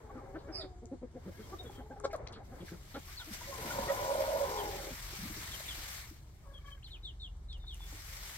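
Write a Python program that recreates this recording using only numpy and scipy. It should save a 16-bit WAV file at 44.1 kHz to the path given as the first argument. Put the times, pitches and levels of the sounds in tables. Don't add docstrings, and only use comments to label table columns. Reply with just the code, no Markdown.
import sys
import numpy as np
from scipy import signal
from scipy.io import wavfile

SR = 44100
rng = np.random.default_rng(int(sys.argv[2]) if len(sys.argv) > 2 else 0)


def waveform_to_disk(signal):
    frames = np.transpose(np.atleast_2d(signal))
    scaled = np.clip(frames, -1, 1) * 32767
    samples = np.round(scaled).astype(np.int16)
    wavfile.write(sys.argv[1], SR, samples)


def volts(x):
    e = np.asarray(x, float) / 20
    return 10 ** e


N = 369116


def rms_one(x):
    return x / np.sqrt(np.mean(x ** 2) + 1e-20)


def in_time(rows, t):
    s, *columns = np.transpose(rows)
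    return [np.interp(t, s, column) for column in columns]


def at_hz(points, hz):
    points_hz, values = np.array(points).T
    return np.interp(np.log(hz), np.log(points_hz + 1), values)


def drift(rate, size=N):
    r = np.exp(-80 * np.pi * rate / SR)
    slow = signal.lfilter([1], [1, -2 * r, r * r], rng.standard_normal(size // 40 + 1002))
    settled = rms_one(slow)[1000:]
    return np.interp(np.arange(size) / 40, np.arange(len(settled)), settled)


def resonate(x, hz, width_hz):
    r = np.exp(-np.pi * width_hz / SR)
    gain = (1 - r * r) / 2
    return signal.lfilter(np.array([1, 0, -1]) * gain, [1, -2 * r * np.cos(2 * np.pi * hz / SR), r * r], x)


def add(out, s, sound, pan_db):
    i = max(round(s * SR), 0)
    size = min(len(sound), N - i)
    sides = volts(np.multiply.outer([.5, -.5], pan_db + 0 * sound))
    out[:, i:i + size] += (sound * sides)[:, :size]


def bouts(rows, t, rest_db, rise_db_per_s, fall_db_per_s):
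    s, hold, db = np.transpose(rows)[:, :, None]
    rise = rise_db_per_s * np.maximum(s - t, 0)
    fall = fall_db_per_s * np.maximum(t - s - hold, 0)
    return np.maximum((db - rise - fall).max(axis=0), rest_db)


def glides(rows, swell_db, skew, bend=1):
    u = np.linspace(0, 1, num=6)
    arch_db = swell_db * np.log10(np.sin(np.pi * u ** skew) + 0.41)
    return [np.transpose([s + length * u, start_hz + (end_hz - start_hz) * u ** bend, db + arch_db])
            for s, length, start_hz, end_hz, db in rows]


def voice(hz, harmonics_db, jitter, rough, rough_hz):
    size = len(hz)
    phase = 2 * np.pi * np.cumsum(hz * (1 + jitter * drift(37.2, size=size))) / SR
    rough = np.clip(rough, 0, 1)
    out = 0
    for k, db in enumerate(harmonics_db):
        shaken = np.sqrt(1 - rough ** 2) + rough * drift(rough_hz, size=size)
        out = out + volts(db) * np.sin((k + 1) * phase + k * k) * shaken
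    return out


def calls(out, tables, harmonics_db, jitter, rough, rough_hz, edge_s, pan_db):
    for rows in tables:
        t = np.arange(rows[0][0], rows[-1][0], 1 / SR)
        hz, db = in_time(rows, t)
        ends = np.clip(np.minimum(t - t[0], t[-1] - t) / edge_s, 0, 1)
        sung = voice(hz, harmonics_db, jitter, rough, rough_hz)
        add(out, t[0], np.sqrt(2) * volts(db) * ends * sung, pan_db)
    return out


# frequency in Hz, left-right likeness from -1 to 1.
SIDE_LIKENESS = [(60, 0.97), (130, 0.93), (290, 0.9), (640, 0.33), (1410, 0.18), (3100, -0.22),
                 (6820, 0.48), (15000, -0.71)]
# frequency in Hz, left minus right in dB.
SIDE_LEAN = [(60, 1), (110, -0.5), (200, 1), (380, 1.5), (700, 2), (1290, 3.5), (2380, 0), (4400, 0.5),
             (8120, 5), (15000, 14)]


def banded_noise(layers, patchy_db):
    out, edges = 0, 25 * 2 ** np.arange(0, 9.5, .36)
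    centres = np.sqrt(edges[1:] * edges[:-1])
    norms = [np.sum(volts(2 * at_hz(shape, centres)) * np.diff(edges)) for shape, gain in layers]
    white = rng.standard_normal((2, 2, N))
    for k, hz in enumerate(centres):
        band = signal.butter(2, edges[k:k + 2], "band", fs=SR, output="sos")
        mid, side = signal.sosfilt(band, white[k % 2])
        power = sum(volts(2 * at_hz(shape, hz)) / norm * gain ** 2
                    for (shape, gain), norm in zip(layers, norms))
        alike = np.clip(at_hz(SIDE_LIKENESS, hz), -.99, .995)
        pair = np.sqrt(1 + alike) * mid + np.sqrt(1 - alike) * side * [[1], [-1]]
        lean = volts(at_hz(SIDE_LEAN, hz) * np.array([[.5], [-.5]]))
        out = out + np.sqrt(power * SR / 4) * volts(patchy_db * drift(11.0)) * pair * lean
    return out


# frequency in Hz, density in dB per Hz.
RUMBLE_SPECTRUM = [(12, -34), (20, 0), (63, 3.5), (126, -4.5), (201, -17.5), (261, -25), (331, -17),
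                   (400, -27), (520, -73), (880, -120)]
MURMUR_SPECTRUM = [(100, 1.5), (180, -4.5), (400, -1.5), (900, -7), (2000, -19), (4000, -104)]
RUSTLE_SPECTRUM = [(300, -23.5), (600, -7.5), (1200, -4), (2100, -2), (2600, -3), (3500, -4.5), (5500, -4),
                   (8500, -7), (12000, -11.5), (15500, -17.5)]
STILL_SPECTRUM = [(150, -17), (250, -24), (700, 8.5), (2200, -2), (2700, -4.5), (4000, -1.5), (6000, -6),
                  (7800, 2.5), (9000, -9), (10000, -43), (16000, -34)]
# start in seconds, hold in seconds, level in dB.
GUSTS_ON_PORTS = [
    (0.01, 5.8, -53),
    (3.8, .05, -51.5),
    (5.27, 0.054, -49),
]
# start in seconds, hold in seconds, level in dB.
FLOCK_STIRS = [
    (0.01, 0.59, -57),
    (1.35, 0.38, -60),
    (2.24, 0.016, -52.5),
    (2.4, 0.34, -59.5),
    (3.8, 0.16, -47),
    (4.1, 0.65, -52),
    (5.17, .12, -62),
    (5.5, 0.27, -65.5),
    (8.11, 0.056, -70.5),
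]
# time in seconds, rustle in dB.
FEATHER_SHAKE = [(0.5, -82), (1.05, -99.5), (1.26, -73), (1.45, -67), (1.68, -70.5), (2.33, -99),
                 (2.56, -71.5), (2.82, -68), (3.08, -62.5), (3.7, -51), (4.9, -54), (5.97, -52.5),
                 (6.24, -76), (7.6, -89), (7.76, -69), (7.92, -59), (8.3, -54.5)]
# start in seconds, hold in seconds, level in dB.
QUILL_SWISHES = [
    (1.71, 0.051, -65),
    (2.45, 0.021, -70.5),
    (2.66, 0.052, -61),
    (2.9, .02, -64.5),
    (3.08, 0.048, -59),
    (3.335, 0.011, -48),
    (6.67, 0.044, -68.5),
    (6.875, 0.019, -71),
    (7.58, .01, -75),
]


def air():
    t = np.arange(N) / SR
    throb = 1 + 0.076 * np.sin(2 * np.pi * np.cumsum(46.0 + 2.1 * drift(7.0)) / SR)
    gust_db = bouts(GUSTS_ON_PORTS, t, rest_db=-54.5, rise_db_per_s=13, fall_db_per_s=8)
    stir_db = bouts(FLOCK_STIRS, t, rest_db=-71.5, rise_db_per_s=35, fall_db_per_s=59)
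    swish_db = bouts(QUILL_SWISHES, t, rest_db=-120, rise_db_per_s=900, fall_db_per_s=350)
    rumble = volts(gust_db + 1.0)
    murmur = volts(stir_db + 1.5 + 2.2 * drift(12))
    shaken = volts(in_time(FEATHER_SHAKE, t)[0] + 7.0 + 0.14 * drift(2.0) + 0.83 * drift(43)) * throb
    rustle = np.hypot(shaken, volts(swish_db + 3.5))
    layers = [(RUMBLE_SPECTRUM, rumble), (MURMUR_SPECTRUM, murmur), (RUSTLE_SPECTRUM, rustle),
              (STILL_SPECTRUM, volts(-71.5))]
    return banded_noise(layers, patchy_db=1.34)


# start in seconds, length in seconds, start pitch in Hz, end pitch in Hz, peak in dB.
HEN_MOANS = [
    [(0.001, 0.24, 439, 394, -60), (.22, .19, 385, 384, -55.5), (.45, 0.31, 393.5, 364, -56.5),
     (.75, 0.24, 365, 350, -62), (1.7, 0.2, 396, 430, -62), (1.96, 0.19, 425, 406, -56),
     (2.39, 0.046, 397, 390, -60)],
    [(.1, 0.3, 521, 560, -64.5), (.42, 0.18, 540, 603, -59.5), (.565, 0.075, 690, 593, -53)],
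]
HEN_HARMONICS_DB = [
    [0.5, -4, -26.5],
    [1.5, -10, -12, -20.5],
]


def moans():
    out = np.zeros((2, N))
    for rows, harmonics_db in zip(HEN_MOANS, HEN_HARMONICS_DB):
        lines = glides(rows, swell_db=3.5, skew=1.6)
        out = calls(out, lines, harmonics_db, jitter=.014, rough=.4, rough_hz=22, edge_s=.03, pan_db=3)
    return out


# time in seconds, peak in dB, pitch in Hz, throat in Hz, breath in dB against the voice.
SOFT_CLUCKS = [(0.157, -40, 258, 430, -16), (0.351, -36, 304, 740, -11), (0.489, -37, 311, 510, -12),
               (0.632, -41, 290.5, 560, -10), (0.828, -41, 233, 455, -43), (0.922, -33, 264.5, 453.5, -41),
               (1.026, -34.5, 244.3, 463, -44), (1.152, -37.5, 246.4, 497, -25),
               (1.266, -38, 189.7, 420, -21), (1.392, -40, 207, 420, -13.5), (1.523, -41, 365, 401, -27),
               (1.603, -44, 360, 732, -18), (1.649, -39.5, 235.3, 480, -13),
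               (1.784, -39.5, 255, 420, -10.5), (1.907, -42, 251.4, 460, -37), (2.361, -43.5, 217, 470, -5),
               (2.522, -42.5, 245, 720, -11), (2.614, -38, 168.2, 400, -28), (2.722, -37.5, 175, 408, -15),
               (2.953, -34.5, 270, 725, -10), (3.275, -45, 300, 444, -11)]
# time in seconds, peak in dB, throat in Hz, length in seconds.
HIGH_CLUCKS = [(0.104, -47, 1110, 0.03), (0.19, -48, 1150, 0.033), (.113, -48, 800, .03),
               (.215, -47, 810, .03), (1.533, -42.5, 1150, 0.039), (1.535, -44, 770, 0.028),
               (1.703, -43, 840, 0.017), (1.92, -45.5, 840, .045), (1.81, -49, 750, 0.033),
               (1.868, -48, 850, 0.023), (.16, -53, 1300, 0.046), (0.36, -50, 1560, 0.045),
               (0.62, -52, 1450, 0.019), (1.918, -50, 1620, 0.025), (1.971, -45, 770, 0.029),
               (2.212, -39.5, 590, 0.017), (2.24, -45, 452, 0.026), (3.087, -52, 1152, 0.043),
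               (3.201, -43, 1400, 0.055), (3.42, -41.5, 970, 0.029), (3.525, -41.5, 1070, 0.05),
               (3.59, -41.5, 440, 0.046), (3.095, -56, 1500, .03), (2.415, -48.5, 764, 0.031),
               (2.955, -45, 1350, 0.036), (1.29, -43.5, 540, 0.033), (1.175, -48.5, 690, 0.031),
               (1.7, -44, 370, .04), (3.713, -35.5, 1390, 0.026), (3.889, -35.5, 1925, 0.046),
               (3.893, -42, 1245, 0.038), (5.612, -42, 630, 0.013)]


def clucks():
    out = np.zeros((2, N))
    rows = [(*row, .054, .24) for row in SOFT_CLUCKS]
    rows += [(s, db, hz, hz, -14, length, .08) for s, db, hz, length in HIGH_CLUCKS]
    for s, db, pitch_hz, throat_hz, breath_db, length, arch in rows:
        u = np.linspace(0, 1, int(np.clip(length, .01, .1) * SR))
        partial_hz = pitch_hz * np.arange(1, 6)
        lift_db = 17 / (1 + ((partial_hz - throat_hz) / (.22 * throat_hz)) ** 2)
        shape_db = lift_db - 13 * np.log2(partial_hz / pitch_hz)
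        arched_hz = pitch_hz * (1 + arch * (np.sin(np.pi * u ** .9) - .8))
        tone = voice(arched_hz, shape_db, jitter=.025, rough=.35, rough_hz=60)
        hiss = rng.standard_normal(len(u))
        breath = resonate(resonate(hiss, 1400, 550), 1150, 800)
        rasp_hz = 0.67 * throat_hz
        rasp = resonate(resonate(hiss, rasp_hz, 245), rasp_hz, 245)
        puff = rms_one(tone) + volts(-8.5) * rms_one(rasp) + volts(breath_db) * rms_one(breath)
        puff = puff * np.sin(np.pi * u ** 0.8) ** 1.23
        add(out, s - .013, volts(db + 0.17) * puff / np.abs(puff).max(), 1.1)
    return out


# time in seconds, peak in dB, centre in Hz.
TWIG_TICKS = [(0.856, -45.5, 6400), (2.1288, -51, 9200), (2.1295, -50, 12500), (2.2684, -46, 3000),
              (2, -48, 7500), (2, -45, 8000), (2.329, -49, 8600), (2.162, -47, 9100), (2.2736, -36.5, 4500),
              (2.2844, -52, 4500), (2.3243, -48, 5070), (2.2935, -52, 4000), (7.5288, -45, 4200),
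              (7.581, -62, 8200), (7.683, -60, 7700), (7.531, -59, 8300), (7.736, -54, 9000),
              (7.754, -58, 8000), (7.7443, -42, 9000)]
# time in seconds, peak in dB, centre in Hz.
QUILL_SNAPS = [(2.5475, -61, 7560), (2.6567, -53, 5510), (2.6897, -49, 5080), (2.8887, -52, 5150),
               (3.3372, -39, 5750), (4.5026, -39, 6490), (6.4377, -66, 7210), (6.4701, -62, 7810),
               (6.8692, -61, 6410), (6.9206, -62, 7420), (6.9545, -62, 5390), (7.0577, -63, 8140),
               (7.3685, -55, 7310), (7.4957, -68, 7760), (7.5287, -60, 5220), (7.5806, -61, 7830),
               (7.6813, -58, 8220), (7.7446, -42, 9200)]
# time in seconds, peak in dB, centre in Hz.
PEN_KNOCKS = [
    (2.27, -42, 2280),
    (1.9, -47.5, 655),
    (2.68, -44.5, 1770),
    (2.688, -45, 1600),
    (2, -46, 1160),
    (7.638, -54, 900),
    (7.639, -57, 1500),
    (2.1, -45, 780),
    (7.802, -49, 880),
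    (7.924, -51, 680),
]
# time in seconds, peak in dB, centre in Hz.
LITTER_SCUFFS = [(2.325, -46.5, 3700), (2.1, -51, 2100), (2.938, -45, 3500), (2.3, -53, 1340),
                 (6.452, -55, 950), (6.878, -64, 2000), (0.38, -56, 3800), (2.6, -52.5, 3100),
                 (5.5, -60, 910), (7, -66, 1150), (3.1, -54, 1400), (1.8, -50.5, 870), (7.92, -51.5, 300),
                 (3.635, -39.5, 250), (3.78, -38, 214)]
# time in seconds, peak in dB, centre in Hz.
WING_THUMPS = [(3.3, -41, 215), (4.9, -40, 213), (5.125, -46, 327), (5.18, -42.5, 180), (5.218, -38.5, 170),
               (5.245, -40.5, 247), (5.295, -40.5, 250), (5.405, -50, 302), (5.77, -52.5, 280),
               (2.48, -54, 200), (5.36, -44.5, 300), (5.495, -52.5, 257), (6.105, -45, 274)]


def ticks():
    out = np.zeros((2, N))
    t = np.arange(round(.08 * SR)) / SR
    kinds = ((TWIG_TICKS, .0009, 8), (QUILL_SNAPS, .0009, 6), (PEN_KNOCKS, .003, 1.5),
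             (LITTER_SCUFFS, .02, 2.5), (WING_THUMPS, .009, 1.2))
    for rows, decay_s, pan_db in kinds:
        for s, db, hz in rows:
            snap = rng.standard_normal(len(t)) * np.exp(-t / decay_s) * np.tanh(2 * t / decay_s)
            for width in (0.8, 1.02, 1.3):
                snap = resonate(snap, hz, width * hz)
            snap = signal.sosfilt(signal.butter(6, 1.2 * hz, fs=SR, output="sos"), snap)
            add(out, s, volts(db) * snap / np.abs(snap).max(), pan_db)
    return out


# time in seconds, weak fundamental in Hz, level in dB.
SQUEAK_LINES = [
    [(.515, 2650, -66), (.535, 2570, -54), (.556, 2490, -42.5), (.595, 2440, -45), (.615, 2340, -50),
     (.64, 2240, -62), (.675, 2290, -71)],
    [(.598, 1990, -58), (.61, 1905, -52), (.624, 1834, -50), (.635, 1830, -64), (.665, 1830, -68)],
]
SQUEAK_HARMONICS_DB = [-21, 0, -29, -20]


def squeak():
    out = calls(np.zeros((2, N)), SQUEAK_LINES, SQUEAK_HARMONICS_DB,
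                jitter=.008, rough=.35, rough_hz=300, edge_s=.012, pan_db=-7.5)
    buzz = 2 * np.pi * np.cumsum(290 * (1 + .08 * drift(30))) / SR
    return out * (.8 + .8 * np.sin(buzz) + .15 * np.sin(2 * buzz))


# start in seconds, length in seconds, start pitch in Hz, end pitch in Hz, peak in dB.
THIN_WHISTLES = [(1.582, 0.044, 3750, 3600, -52.5), (1.648, 0.06, 3460, 3330, -62.5),
                 (1.71, 0.12, 3350, 3100, -68), (6.53, 0.065, 3460, 3120, -59.5),
                 (6.7, 0.048, 3200, 3060, -56), (6.65, 0.039, 3220, 3170, -61),
                 (7.585, 0.1, 3730, 3500, -66.5), (7.79, .085, 3520, 3470, -61),
                 (3.43, 0.036, 1990, 1920, -54), (1.31, 0.16, 2080, 2174, -73),
                 (1.33, 0.06, 1600, 1730, -70), (1.42, .05, 3200, 3260, -69)]


def whistles():
    lines = glides(THIN_WHISTLES, swell_db=11, skew=0.68)
    return calls(np.zeros((2, N)), lines, [0], jitter=.008, rough=.35, rough_hz=70, edge_s=.012, pan_db=5)


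# time in seconds, pitch in Hz, level in dB.
LOUD_CLUCKS = [
    [(2.037, 260, -41), (2.043, 273.3, -41.5), (2.054, 272, -29), (2.06, 290, -46), (2.072, 250, -51)],
    [(2.13, 287, -42), (2.134, 324.5, -42), (2.145, 334, -45), (2.156, 260, -42), (2.164, 233, -72)],
]
LOUD_HARMONICS_DB = [-15, 4.5, -13, -5.5, -11.5, -20, -30, -26]
# start in seconds, hold in seconds, level in dB.
BEAK_SPITS = [
    (2.045, 0.012, -48),
    (2.135, .004, -53.5),
    (2.157, .004, -62),
    (2.113, .004, -62),
]


def loud_clucks():
    out = calls(np.zeros((2, N)), LOUD_CLUCKS, LOUD_HARMONICS_DB,
                jitter=.015, rough=.3, rough_hz=120, edge_s=.003, pan_db=3)
    for rows in LOUD_CLUCKS:
        t = np.arange(rows[0][0], rows[-1][0], 1 / SR)
        breath = resonate(resonate(rng.standard_normal(len(t)), 1150, 700), 1300, 1200)
        level = volts(in_time(rows, t)[1] - 14) * np.linspace(.3, 1.5, len(t))
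        add(out, t[0], level * rms_one(breath), 1.5)
    t = np.arange(2, 2.25, 1 / SR)
    beak = signal.butter(4, [3200, 8200], "band", fs=SR, output="sos")
    hiss = resonate(signal.sosfilt(beak, rng.standard_normal(len(t))), 4100, 3500)
    spit_db = bouts(BEAK_SPITS, t, rest_db=-120, rise_db_per_s=2500, fall_db_per_s=1300)
    add(out, t[0], volts(spit_db) * rms_one(hiss), 1.5)
    return out


# start in seconds, length in seconds, start pitch in Hz, end pitch in Hz, peak in dB.
BIRD_CHIRPS = [(3.165, 0.061, 4610, 2900, -50.5), (4.57, 0.05, 3600, 2810, -51),
               (5.512, 0.052, 3570, 2740, -49), (5.672, 0.064, 3710, 2730, -48.5),
               (5.724, .018, 3150, 3250, -53), (6.824, 0.018, 2330, 4200, -63),
               (6.838, 0.021, 4090, 4190, -54), (6.853, 0.029, 4200, 2780, -58),
               (6.88, 0.021, 3120, 2950, -62), (6.902, 0.074, 4020, 2340, -55),
               (7.03, 0.084, 3930, 2750, -51), (7.196, 0.09, 3890, 2760, -51),
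               (7.484, 0.091, 3980, 2630, -56.5), (7.664, 0.095, 3940, 2570, -53)]


def chirps():
    lower = glides(BIRD_CHIRPS, swell_db=24, skew=.68, bend=1.25)
    upper = [rows + [0, 400, -13] for rows in lower]      # s, Hz, dB
    out = calls(np.zeros((2, N)), lower, [0, -32],
                jitter=.008, rough=.28, rough_hz=90, edge_s=.003, pan_db=3)
    return calls(out, upper, [3, -13], jitter=.015, rough=.65, rough_hz=250, edge_s=.003, pan_db=3)


GROAN_SPAN_S = (3.47, 4.95)
SUNG_PITCHES_HZ = (550, 614)
# start in seconds, hold in seconds, lower oscillator in dB, upper oscillator in dB.
SUNG_BURSTS = [
    (3.5, .005, -48, -64),
    (3.789, .005, -36, -63),
    (3.91, .005, -32, -45),
    (4.015, .005, -41, -63),
    (4.07, 0.11, -38, -40.5),
    (4.221, 0.0039, -29.5, -34.5),
    (4.288, 0.077, -35, -37),
    (4.411, 0.026, -31, -54),
    (4.48, .43, -53.5, -54.5),
]
# time in seconds, rasp in dB, overtone in Hz.
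GROAN_RASP = [
    (3.45, -76, 990),
    (3.53, -54, 1032),
    (3.68, -49.5, 961),
    (3.813, -44, 922),
    (3.97, -43, 988),
    (4.35, -43.5, 926),
    (4.45, -43.5, 1010),
    (4.655, -43.5, 881),
    (4.82, -77, 876),
    (4.97, -84, 910),
]
# frequency in Hz, width in Hz, level in dB.
THROAT_RESONANCES = [(560, 200, 0), (728, 100, 1), (801, 110, 0.5), (979, 120, 4), (1433, 77, -4),
                     (1950, 180, -28)]
# time in seconds, pitch in Hz, level in dB.
GROAN_SAG = [
    (4.45, 440, -44.5),
    (4.894, 378.8, -51.5),
    (4.96, 358, -67),
]


def groan():
    out = np.zeros((2, N))
    t = np.arange(*GROAN_SPAN_S, 1 / SR)
    s, hold, *levels = np.transpose(SUNG_BURSTS)
    for hz, peak_db in zip(SUNG_PITCHES_HZ, levels):
        bursts = np.transpose([s, hold, peak_db])
        db = bouts(bursts, t, rest_db=-81, rise_db_per_s=352, fall_db_per_s=500)
        sung = voice(hz + 0 * t, [0], jitter=.024, rough=.5, rough_hz=40)
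        add(out, t[0], np.sqrt(2) * volts(db) * sung, -3.5)
    t = np.arange(GROAN_RASP[0][0], GROAN_RASP[-1][0], 1 / SR)
    rasp_db, overtone_hz = in_time(GROAN_RASP, t)
    cycles = np.cumsum(62 * (1 + .12 * drift(30, size=len(t)))) / SR
    pulses = np.diff(np.floor(cycles), prepend=0) * volts(2.4 * rng.standard_normal(len(t)))
    source = rms_one(pulses) + 0.92 * rng.standard_normal(len(t))
    rasp = sum(volts(db) * resonate(resonate(source, hz, width_hz), hz, width_hz)
               for hz, width_hz, db in THROAT_RESONANCES)
    overtone = voice(overtone_hz, [0], jitter=0.0253, rough=0.47, rough_hz=45)
    add(out, t[0], volts(rasp_db) * (volts(1.5) * rms_one(rasp) + volts(-1.0) * overtone), 1.2)
    out = calls(out, [GROAN_SAG], [0, -3],
                jitter=0.0325, rough=1.0, rough_hz=55.95, edge_s=0.038, pan_db=1.0)
    lag_s = .00017
    out[1] = np.interp(np.arange(N) - lag_s * SR, np.arange(N), out[1])
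    return out


# time in seconds, second order in dB, third order in dB.
ENGINE_LOAD = [
    (4.9, -55, -91),
    (6.23, -65.5, -56.5),
    (7.56, -47.5, -47),
    (8.37, -59, -62.5),
]


def engine():
    t = np.arange(N) / SR
    second_db, third_db = in_time(ENGINE_LOAD, t)
    phase = np.pi * 43.96 * t
    fade_db = np.interp(t, [3.5, 4.8], [-25, 0])
    orders = [(2, second_db + 5.5), (3, third_db + 0.5), (4, third_db - 20.0), (5, third_db - 13.5)]
    return sum(volts(db + fade_db + drift(2.8)) * np.sin(k * phase) for k, db in orders)


# time in seconds, pitch in Hz, level in dB.
FAR_HEN = [
    [(6.41, 668, -68), (6.45, 600, -69), (6.475, 533, -65), (6.5, 560, -63), (6.6, 560, -66)],
    [(6.57, 560, -79), (6.63, 570, -67), (6.69, 569, -63), (6.76, 572, -68), (6.8, 517, -76)],
]
FAR_HARMONICS_DB = [
    [0, -5, -11, -24],
    [-8, 0, -2, -6],
]


def far_moan():
    closed = calls(np.zeros((2, N)), FAR_HEN[:1], FAR_HARMONICS_DB[0],
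                   jitter=.025, rough=.55, rough_hz=45, edge_s=.02, pan_db=5)
    opened = calls(np.zeros((2, N)), FAR_HEN[1:], FAR_HARMONICS_DB[1],
                   jitter=.02, rough=.45, rough_hz=45, edge_s=.02, pan_db=5)
    flutter = 1 + 0.6 * np.sin(2 * np.pi * 31 * np.arange(N) / SR)
    return closed + opened * flutter


def wood(x, t60):
    t = np.arange(round(.5 * SR)) / SR
    hits = rng.random((2, len(t))) < .03
    echoes = rng.standard_normal((2, len(t))) * hits * volts(-60 * t / t60) * (t > .007)
    echoes = echoes / np.sqrt(np.sum(echoes ** 2, axis=1, keepdims=True))
    return signal.fftconvolve(x.mean(axis=0)[None], echoes)[:, :N]


def scene():
    near = moans() + clucks() + ticks() + loud_clucks() + groan() + far_moan()
    far = squeak() + whistles() + chirps()
    echoes = volts(-9) * wood(near + volts(0.5) * far, t60=0.085) + volts(-15) * wood(far, t60=.3)
    return near + far + echoes + air() + engine()


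def roll_off(x):
    return signal.sosfilt(signal.butter(12, 15790, fs=SR, output="sos"), x)


# frequency in Hz, width in Hz, share added.
CAPSULE = [
    (10300, 2400, -.55),
    (12750, 1300, 1.05),
    (2150, 300, .35),
    (2650, 300, -.4),
]


def record(dry):
    port_lag_s = -0.0000876
    left = np.interp(np.arange(N) - port_lag_s * SR, np.arange(N), dry[0])
    x = np.array([left, dry[1]])
    for hz, width_hz, share in CAPSULE:
        x = x + share * resonate(x, hz, width_hz)
    top_cut = signal.cheby2(20, 66, 16900, fs=SR, output="sos")
    mix = signal.sosfilt(top_cut, x)
    return roll_off(mix)


dry = scene()
out = record(dry)
waveform_to_disk(out)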